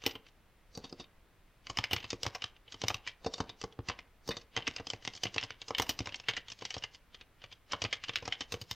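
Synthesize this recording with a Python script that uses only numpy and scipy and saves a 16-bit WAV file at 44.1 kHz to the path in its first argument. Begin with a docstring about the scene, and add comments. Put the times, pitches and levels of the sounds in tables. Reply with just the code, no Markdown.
"""A faint hiss, then a light touch and a slap open fast typing: dry clacks, soft touches and deeper thuds.
The plastic keyboard stands on a wooden desk in a quiet room, close to a narrow microphone pair.
Each touch, clack or landing is a short chatter of contacts that rings base, plate, cap, stem and wire;
a faint noise swells just before each knock and a rattle follows it. Sparse random taps give the room's
short tail, and coloured noise plus the capsules' own hiss lies underneath."""
import sys
import numpy as np
from scipy import signal
from scipy.fft import rfft, irfft, next_fast_len
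from scipy.io import wavfile

SR = 44100
rng = np.random.default_rng(int(sys.argv[2]) if len(sys.argv) > 2 else 0)


def wav_out(sig):
    """Save sig, one row per channel (or a flat mono array), as 16-bit PCM at SR to the path in sys.argv[1]."""
    wavfile.write(sys.argv[1], SR, np.round(np.clip(np.atleast_2d(sig).T, -1, 1) * 32767).astype(np.int16))


N = 385857

# noise colour of the room, only its shape counts: [f/Hz, relative level per Hz/dB]
AIR_COLOUR = [(25, 11), (55, 2), (250, -12), (1000, -16.5), (2100, -18.5), (3500, -24.5), (6000, -35),
              (9000, -66.5)]
# room noise, its side part against it, own hiss of each capsule [level/dB]
AIR_DB, AIR_SIDE_DB, CAPSULE_DB = -61, -13.5, -77

# light touches and bounces that shake little more than cap and stem: [t/s, cap level/dB, stem level/dB]
TOUCHES = [(0.019, -55, -62), (0.0553, -43, -70), (0.0895, -66, -73), (0.095, -47, -65), (0.1095, -48, -51),
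           (0.265, -59.5, -69), (0.285, -66, -69), (0.75, -67, -48), (0.8945, -63, -58), (1.041, -57, -73),
           (1.98, -45, -70), (2.001, -49, -59), (2.0278, -50, -61), (2.5638, -60.5, -76),
           (2.6786, -54, -89), (2.7215, -49, -49.5), (2.867, -53, -62), (3.065, -47, -60),
           (3.093, -50.5, -77), (3.724, -59, -69.5), (4.413, -61, -59.5), (4.6225, -45.5, -65),
           (4.738, -61, -63), (4.7812, -46, -64), (5.023, -56.5, -64), (5.1353, -53, -52),
           (5.1502, -54, -49), (5.1623, -65, -50.5), (5.174, -52.5, -55), (5.267, -39.5, -60),
           (5.342, -46.5, -45), (5.4272, -39.5, -56), (5.6158, -44.5, -49), (6.0908, -46, -59),
           (6.1222, -47, -58), (6.157, -82, -47.5), (6.237, -55, -71), (6.3352, -42.5, -58),
           (6.375, -39, -63), (6.4829, -47.5, -55), (6.5003, -50, -51), (6.5177, -47.5, -45.5),
           (6.588, -60, -57), (6.61, -53, -60), (6.78, -52, -47.5), (6.823, -47, -59), (6.936, -71, -65),
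           (6.9457, -54, -55), (7.1446, -49.5, -59), (7.2105, -51, -62), (7.4167, -54.5, -71),
           (7.515, -54, -68), (7.5243, -50.5, -56), (7.7125, -49, -70), (7.91, -56, -63), (8.082, -42, -51),
           (8.134, -48, -59), (8.169, -42.5, -73), (8.332, -52, -55)]
# the rest of a touch: [base, plate, wire level against the louder of cap and stem/dB,
# best-ringing cap pitch f/Hz, chatter t/ms]
TOUCH_REST = (-13, -14, -40, 2999.5, 4)
# a key is slapped or snaps back up: [t/s, cap level/dB, stem level against the cap/dB,
# base level against the cap/dB, best-ringing cap pitch f/Hz, chatter t/ms]
CLACKS = [(0.0376, -47.5, -5, -5, 3200, 2), (0.0628, -29, -5, -4, 3070, 3.8),
          (0.153, -44, -19, -5, 2950, 4.1), (0.84, -50, 0, 2.5, 3600.0, 12),
          (0.9971, -49.5, -1.5, 2, 3630, 8.5), (1.6686, -46.0, -4, -18, 2620, 1.4),
          (1.7717, -36, -1.5, -11, 2640, 1.2), (1.8389, -32, -7, -20.0, 2720, 3.5),
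          (1.9102, -35, -17, -10, 3000, 11), (1.9313, -29, -7, -6, 3030, 3.8),
          (1.963, -37.5, -6, -5, 2240.0, 2.0), (2.0415, -43.5, -9, -4, 2940, 4.5),
          (2.1033, -41, 3.5, -28, 3360.0, 2.8), (2.2315, -39, 3.5, -8.5, 3240, 1.9),
          (2.42, -38.5, -10, -22, 2870, 2.8), (2.4402, -36, -7.5, -12.0, 2970, 1.6),
          (2.742, -49.0, -8, -4, 3070, 3.2), (2.8163, -41.5, -0.5, -11, 3200, 2.3),
          (2.8826, -32.5, 2, -16, 3160, 0.66), (2.943, -36.5, -5.5, -8, 3200, 1.5),
          (3.074, -36.5, -8.5, -23.0, 2100.0, 2.4), (3.3376, -42.5, 3, -8, 3620, 2.1),
          (3.493, -45, -8, -9, 3600.0, 5.4), (3.6139, -47.5, 2, -8, 2500, 1.8),
          (3.8858, -38.0, -1, -2, 2410, 3.3), (3.989, -46, -11, -14.5, 2630, 4.1),
          (4.2761, -57, 11, 6, 3430.0, 2.3), (4.3064, -38, -10, -5.5, 2400, 14),
          (4.368, -44.5, -0.5, -3, 3570, 4.1), (4.5643, -33, -7.5, -12, 2480, 1.8),
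          (4.6683, -33, -16, -37, 2960, 3.4), (4.6765, -33.5, -4, -5.5, 2350.0, 1.3),
          (4.7625, -42.0, 1, -17, 2850, 2), (4.8689, -45.5, 3.5, -5.5, 3440.0, 2.6),
          (4.9015, -36.5, -2, -19, 3120, 1), (5.05, -44, -1, -10, 2880, 1.0),
          (5.075, -36.5, -5.5, -7, 2580, 2.5), (5.2338, -34, 0.5, -12, 2880, 3.6),
          (5.2535, -38.5, -11, 0.5, 2500, 3.2), (5.3811, -28.5, -17.5, -26, 2980, 0.88),
          (5.4114, -48, -1, -11, 2880, 2.2), (5.4356, -42.5, 0, -4.5, 3300, 3.3),
          (5.505, -42.5, -9, -12, 2460, 1.1), (5.681, -51.5, 7.5, -3, 2830, 7.2),
          (5.748, -32.5, -17.5, -34, 2950, 2.4), (5.7821, -32.5, -7.5, -16.5, 2940, 5.1),
          (5.8663, -51.5, -7, -15.5, 3090.0, 1.3), (5.892, -32.5, -1, -6.5, 3000, 6),
          (5.9899, -42, 3.5, -5.5, 2920, 1.4), (6.0573, -45.5, -2, -9, 2860, 5),
          (6.143, -38, -13, -33.5, 2750, 1.9), (6.1986, -49.5, -1, -12, 2730, 1.9),
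          (6.2845, -27, -13, -16, 2860, 6.1), (6.366, -36.0, -7.5, -42, 2360, 5.3),
          (6.651, -41.5, 1, -13, 2870, 5.7), (6.704, -40, -4.0, -25, 2760.0, 5.7),
          (6.7407, -43, -0.5, -15, 3150, 6.5), (6.8367, -36, -8.0, -17, 2680, 5.2),
          (7.4389, -48, -10, -8, 2620.0, 3.3), (7.719, -40.5, 2, -13, 3170, 4.2),
          (7.8181, -35, -2.5, -7, 2820, 3.7), (7.8395, -45.5, 7, 4, 2730.0, 1.2),
          (7.8481, -34.5, -14, -3.5, 2580, 4.6), (7.927, -30, -10, -22.5, 2900, 4.9),
          (8.0369, -39.5, -8, -20, 2800, 5.9), (8.0925, -36, -14, -9, 2790.0, 2.5),
          (8.157, -30, -8.5, -38, 3100, 2.6), (8.2535, -48, 2, -4, 2630, 5.2),
          (8.323, -30.5, -18, -32, 2900, 3.7), (8.4068, -37.5, -4.5, -8.5, 3000, 6.8),
          (8.5214, -41.0, 1.0, -4, 3430.0, 4.4), (8.7109, -39, 0, -5.5, 3200, 2.2)]
# plate under a clack: level/dB, and dB per dB of the base and of the louder of cap and stem
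PLATE_DB, PLATE_FROM_BASE, PLATE_FROM_KEY = -13.5, 0.36, 0.45
# a key hits the bottom of its travel: [t/s, thud level/dB, plate level against the thud/dB,
# cap level/dB, stem level against the cap/dB, chatter t/ms]
LANDINGS = [(0.7745, -40.5, -10.5, -61, 12, 1.3), (0.9258, -43.5, -13, -63, 13.5, 1.3),
            (1.697, -44.5, 2.5, -43.5, -1, 4.2), (1.7864, -35, 0, -32.5, -5.5, 1.7),
            (2.1295, -36, -11, -46.0, -0.5, 1.5), (2.2504, -50, 7, -51, -5, 3.8),
            (2.2638, -35.5, -2.5, -38.5, -1.0, 2.8), (2.3486, -55.5, 13, -42.5, 0, 6.9),
            (2.8365, -34, -6, -41.0, -4.5, 2.6), (2.9017, -41, 6, -38.5, -8, 3.6),
            (3.245, -51.5, 2.5, -52.5, 1, 2.6), (3.262, -31.5, -5.5, -48, 5, 5.9),
            (3.3807, -55.5, 5.0, -54.5, 4.0, 5.2), (3.4026, -32, -3, -44, 1, 4),
            (3.6383, -37.5, -4.0, -51.5, 4.5, 3.1), (3.7898, -35.5, -14, -60.5, -10, 0.74),
            (3.8978, -46, 8, -39.5, -10, 0.93), (4.2891, -33, -9.5, -47.5, 7.5, 1.8),
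            (4.573, -39.5, 0, -35.5, -10, 2.2), (4.798, -42.5, -4, -53.5, -6, 3.3),
            (4.934, -42.0, -5, -44.0, -6, 1.6), (5.3612, -40, -3, -45.5, -2, 1.3),
            (5.706, -41, 5, -48, -1.5, 1.2), (5.797, -33.5, 2, -32.5, -6.5, 1.4),
            (5.819, -46.0, 5.5, -39.5, 1.5, 5), (6.004, -33.5, -19, -44.5, -6, 1.4),
            (6.0716, -46, 2.5, -43.5, -6.5, 1.4), (6.62, -47.5, 1.0, -48.5, -4.0, 5),
            (6.7656, -41.5, -3.5, -50, -4, 2.7), (7.7327, -42.5, 9, -36.5, -13, 3.1),
            (8.224, -45.5, -6, -53, -6, 7.9), (8.2774, -42.5, 3.5, -44, 0.0, 1.6),
            (8.54, -37.5, -8.5, -43.5, -5, 2.3), (8.6139, -44, -16, -48.5, 3.5, 4.6)]
LANDING_HZ = 2734  # best-ringing pitch of a cap that is held down
# spans in which the knocks sound brighter and wirier: [from t/s, to t/s, wire level against the stem/dB]
WIRY_SPANS = [(.05, .2, -5), (.76, .79, -14), (1.75, 1.85, -22.5), (1.9, 1.95, -6.5), (2.2, 2.36, -21.5),
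              (2.87, 2.95, -17), (4.27, 4.32, -15.5), (5.07, 5.08, -27), (5.23, 5.26, -22.5),
              (5.77, 5.9, -8.5), (6.27, 6.3, -20), (8.15, 8.16, -20), (8.51, 8.72, -13.5)]
WIRE_DB = -36.5  # least wire level against the stem

# modes of the five parts, levels relative within a part: [f/Hz, level/dB, t60/s]
BASE = [(116, 0, 0.078), (188.3, -7.5, .06), (283.3, -2.5, 0.049), (352, -12, 0.1), (445, -4.5, 0.058)]
PLATE = [(550, -5.5, 0.03), (791, 7.5, 0.027), (991, 9, 0.022), (1150, 3, 0.051), (1290, -27.5, 0.0082)]
CAP = [(2120, -12, .014), (2140, 6, 0.047), (2470, 3.5, 0.024), (2938, 8.5, 0.019), (3427, -1, 0.046),
       (3470, -18, 0.0058)]
STEM = [(4430, 5, 0.024), (5030, 24, 0.015), (5510, 19.5, 0.012), (6060, 17.5, 0.021), (7180, -75.5, 0.002),
        (8950, -48.5, 0.0071)]
WIRE = [(8300, -5, 0.004), (9470, 4, 0.00064), (14000, 5.5, 0.0022)]
# band in which each part radiates, base to wire: [low f/Hz, high f/Hz]
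RADIATION = [(50, 700), (450, 2000), (1400, 4800), (3500, 7900), (7600, 15000)]
# random detuning of the partials, one per part, base to wire: [standard deviation as a share of f]
DETUNING = [.015, .05, .05, .05, .02]
WEIGHT_SPREAD_DB = 3.0  # random weight of each partial
CAP_FOCUS_DB = 39.5  # a cap mode loses this much per octave away from the best-ringing pitch
WIRE_FULL_DB, WIRE_WAKE = -48, 0.17  # top wire mode: dB lost per dB of wire level under the first

# modes that the wide key at the right edge adds: [f/Hz, level/dB, t60/s]
WIDE_CAP = [(3640, 1.3, 0.037)]
WIDE_STEM = [(4630, 15.5, 0.072)]
# spans in which the wide key is used: [from t/s, to t/s]
WIDE_SPANS = [(.7, 1.1), (3.2, 3.55), (4.25, 4.45)]
WIDE_BASS_DB = -16  # the wide key stirs the lowest base mode less

LEAD = 2400  # samples of faint noise ahead of each knock
ATTACK_S = 0.00034  # rise of a chatter, time constant
SWELL_S = 0.018  # growth of the faint noise just before each knock, time constant
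SWELL_DB, SWELL_LAG = -39, 0.52  # its share for a 0 dB knock; dB of share lost per dB of knock
RATTLE_DB, RATTLE_PER_S, RATTLE_T60 = -28, 2500, 0.13  # loose cap: tick scale dB, ticks per s, fade s
RATTLE_HZ = 2930  # pitch at which any loose cap rings best
DAMPING = 3.2  # modes die this many times faster in the swell and the rattle, under the finger

# decay of the room tail: [f/Hz, t60/s]
ROOM_DECAY = [(100, 0.32), (500, 0.49), (2000, 0.36), (6000, 0.088), (14000, 0.31)]
ROOM_DB = -16  # room tail against the direct keys
# side share of the keys: [f/Hz, level/dB]
SIDE_LEVEL = [(60, -22), (2500, -42), (5000, -19.5), (10000, -12.5)]
EDGE_HZ = 16000  # upper band limit


def gain_of(db):
    """Gain of a level in dB."""
    return 10 ** (np.asarray(db) / 20)


def read(points, hz):
    """Value of a (Hz, value) table, straight on a log-frequency axis."""
    f, value = np.transpose(points)
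    return np.interp(np.log(hz + 1), np.log(f + 1), value)


def add(mix, s, sound):
    """Mixes a sound in at time s."""
    part = mix[max(round(s * SR), 0):][:len(sound)]
    part += sound[:len(part)]


def hiss():
    """Steady coloured room noise, almost alike in both capsules, and each capsule's own white hiss."""
    size = next_fast_len(N)
    colour = gain_of(read(AIR_COLOUR, np.fft.rfftfreq(size, 1 / SR)))
    mid, apart = irfft(rfft(rng.standard_normal((2, size))) * colour, size)[:, :N]
    apart = gain_of(AIR_SIDE_DB) * apart
    air = gain_of(AIR_DB) / mid.std() * np.array([mid + apart, mid - apart])
    return air + gain_of(CAPSULE_DB) * rng.standard_normal((2, N))


def touch(s, cap_db, stem_db):
    """A light touch written as a full knock: base, plate and wire follow the louder of cap and stem."""
    base_db, plate_db, wire_db, cap_hz, chatter_ms = TOUCH_REST
    top_db = max(cap_db, stem_db)
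    return s, top_db + base_db, top_db + plate_db, cap_db, stem_db, top_db + wire_db, cap_hz, chatter_ms


def wire_level(s, stem_db):
    """Level of the wire: a fixed step under the stem, higher in the wiry spans."""
    return stem_db + max([WIRE_DB] + [db for start, end, db in WIRY_SPANS if start < s < end])


def clack(s, cap_db, stem_db, base_db, cap_hz, chatter_ms):
    """A clack written as a full knock: the plate rises with both base and key."""
    stem_db, base_db = cap_db + stem_db, cap_db + base_db
    plate_db = PLATE_DB + PLATE_FROM_BASE * base_db + PLATE_FROM_KEY * max(cap_db, stem_db)
    return s, base_db, plate_db, cap_db, stem_db, wire_level(s, stem_db), cap_hz, chatter_ms


def landing(s, thud_db, plate_db, cap_db, stem_db, chatter_ms):
    """A landing written as a full knock: the thud is the level of the base."""
    stem_db = cap_db + stem_db
    wire_db = wire_level(s, stem_db)
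    return s, thud_db, thud_db + plate_db, cap_db, stem_db, wire_db, LANDING_HZ, chatter_ms


def contacts(chatter_ms, swell_db, ticks, draw):
    """Drives of the key: a spiky chatter; a faint noise swelling before it and uneven ticks after it."""
    t = (np.arange(len(ticks)) - LEAD) / SR
    after = np.maximum(t, 0)
    length = max(chatter_ms, .3) / 1000
    spikes = ticks * abs(ticks)  # squaring with the sign kept makes the ticks uneven
    chatter = spikes * np.exp(-after / (1.12 * length)) * (1 - np.exp(-after / ATTACK_S))
    swell = ticks * (t < 0) * np.exp(np.minimum(t, 0) / SWELL_S)
    struck = (draw < RATTLE_PER_S / SR) * (t > 0)
    rattle = spikes * struck * gain_of(RATTLE_DB - 60 * after / RATTLE_T60)
    loose = gain_of(swell_db) * swell / np.linalg.norm(swell) + rattle
    return chatter / np.linalg.norm(chatter), loose


def ring(modes, detuning, chance, t, loose_db):
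    """Impulse responses of one part, three close partials a mode: ringing free, and damped by the finger."""
    hz, db, t60 = np.transpose(modes)[:, :, None]
    weight, shift = chance[:, :, :len(modes), None]
    partials = np.sin(2 * np.pi * hz * (1 + detuning * shift) * t)
    waves = (gain_of(db + WEIGHT_SPREAD_DB * weight) * partials).sum(0)
    free = (waves * gain_of(-60 * t / t60)).sum(0)
    damped = (waves * gain_of(loose_db - 60 * t * DAMPING / t60)).sum(0)
    return free / np.linalg.norm(free), damped / np.linalg.norm(damped)


def modes_of_key(s, wire_db, cap_hz):
    """Modes of the five parts for one knock: cap focused on its pitch, wide key and wire accounted for."""
    wide = any(start < s < end for start, end in WIDE_SPANS)
    base = [(hz, db + wide * WIDE_BASS_DB, t60) for hz, db, t60 in BASE[:1]] + BASE[1:]
    cap = [(hz, db - CAP_FOCUS_DB * abs(np.log2(hz / cap_hz)), t60) for hz, db, t60 in CAP]
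    cap, stem = cap + wide * WIDE_CAP, STEM + wide * WIDE_STEM
    asleep_db = WIRE_WAKE * max(WIRE_FULL_DB - wire_db, 0)  # the top wire mode needs a hard blow
    wire = WIRE[:-1] + [(hz, db - asleep_db, t60) for hz, db, t60 in WIRE[-1:]]
    return [base, PLATE, cap, stem, wire]


def knock(row, chance, ticks, draw, filters):
    """The contact drives ring the five parts; levels are energy of the first 14 ms, counted per 10 ms."""
    s, *levels_db, cap_hz, chatter_ms = row
    swell_db = SWELL_DB - SWELL_LAG * max(levels_db)  # the swell grows less than the knock
    chatter, loose = contacts(chatter_ms, swell_db, ticks, draw)
    thud = 0.99 * chatter  # the heavy base also feels one single landing
    thud[LEAD] += 1
    parts = modes_of_key(s, levels_db[-1], cap_hz)
    chance = chance * np.append(np.ones(6), .1)  # the seventh mode is the wide key's: it hardly varies
    cap_modes_hz = np.transpose(parts[2])[0, :, None]
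    from_key, from_rattle = abs(np.log2(cap_modes_hz / cap_hz)), abs(np.log2(cap_modes_hz / RATTLE_HZ))
    refocus_db = CAP_FOCUS_DB * (from_key - from_rattle)  # moves the loose cap to its own pitch
    out, size = np.zeros(len(ticks)), 8192
    chatter, thud, loose = rfft([chatter, thud, loose], size)
    for k, modes in enumerate(parts):
        t = np.arange(SR // (10 + 5 * k)) / SR  # shorter responses for higher parts
        responses = ring(modes, DETUNING[k], chance[k], t, refocus_db if k == 2 else 0)
        free, damped = rfft(responses, size)
        blow = thud if k == 0 else chatter
        sound = irfft(blow * free + loose * damped, size)[:len(out)]
        sound = signal.sosfilt(filters[k], sound)
        energy = np.sum(sound[LEAD:LEAD + SR // 70] ** 2) / (SR // 100)
        out += sound * gain_of(levels_db[k]) / np.sqrt(energy)
    return s, out


def keys():
    """All landings, clacks and touches, each with its own random contacts and partials."""
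    size, mix = LEAD + SR // 9, np.zeros(N + LEAD)
    filters = [signal.butter(4, band, "bandpass", fs=SR, output="sos") for band in RADIATION]
    rows = [landing(*row) for row in LANDINGS]
    rows += [clack(*row) for row in CLACKS]
    rows += [touch(*row) for row in TOUCHES]
    for row in rows:
        chance = np.clip(rng.standard_normal((5, 2, 3, 7)), -2, 2)  # part, weight or shift, partial, mode
        add(mix, *knock(row, chance, rng.standard_normal(size), rng.random(size), filters))
    return mix[LEAD:]  # puts the knock itself, not its swell, at the listed time


def room(x):
    """Sparse taps of random sign, each band dying at its own speed."""
    taps = np.zeros(SR // 2)
    at = np.arange(120, SR // 2 - 20, 20)
    taps[at + rng.integers(0, 20, len(at))] = rng.choice([-1., 1.], len(at))
    hz, t, z = signal.stft(taps, SR, nperseg=256)
    fade = gain_of(-60 * t / read(ROOM_DECAY, hz)[:, None])
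    tail = signal.istft(z * fade, SR, nperseg=256)[1]
    return signal.fftconvolve(x, tail / np.linalg.norm(tail))[:N]


def side(mid):
    """A faint left-right spread: the same sound with each short-time bin turned at random."""
    hz, t, z = signal.stft(mid, SR, nperseg=256)
    turn = np.exp(2j * np.pi * rng.random(z.shape))
    share = gain_of(read(SIDE_LEVEL, hz))[:, None]
    return signal.istft(z * turn * share, SR, nperseg=256)[1][:N]


def scene():
    """Keys, their room tail and the hiss, nearly the same in both capsules."""
    typing = keys()
    typing = typing + gain_of(ROOM_DB) * room(typing)
    spread = side(typing)
    return np.array([typing + spread, typing - spread]) + hiss()


def record(dry):
    """The microphone's gentle bass cut at 30 Hz and the upper band limit."""
    lean = signal.sosfilt(signal.butter(1, 30, "highpass", fs=SR, output="sos"), dry)
    band_limit = signal.firwin(511, EDGE_HZ, window=("kaiser", 9), fs=SR)
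    return signal.oaconvolve(lean, band_limit[None], "same")


dry = scene()
out = record(dry)
wav_out(out)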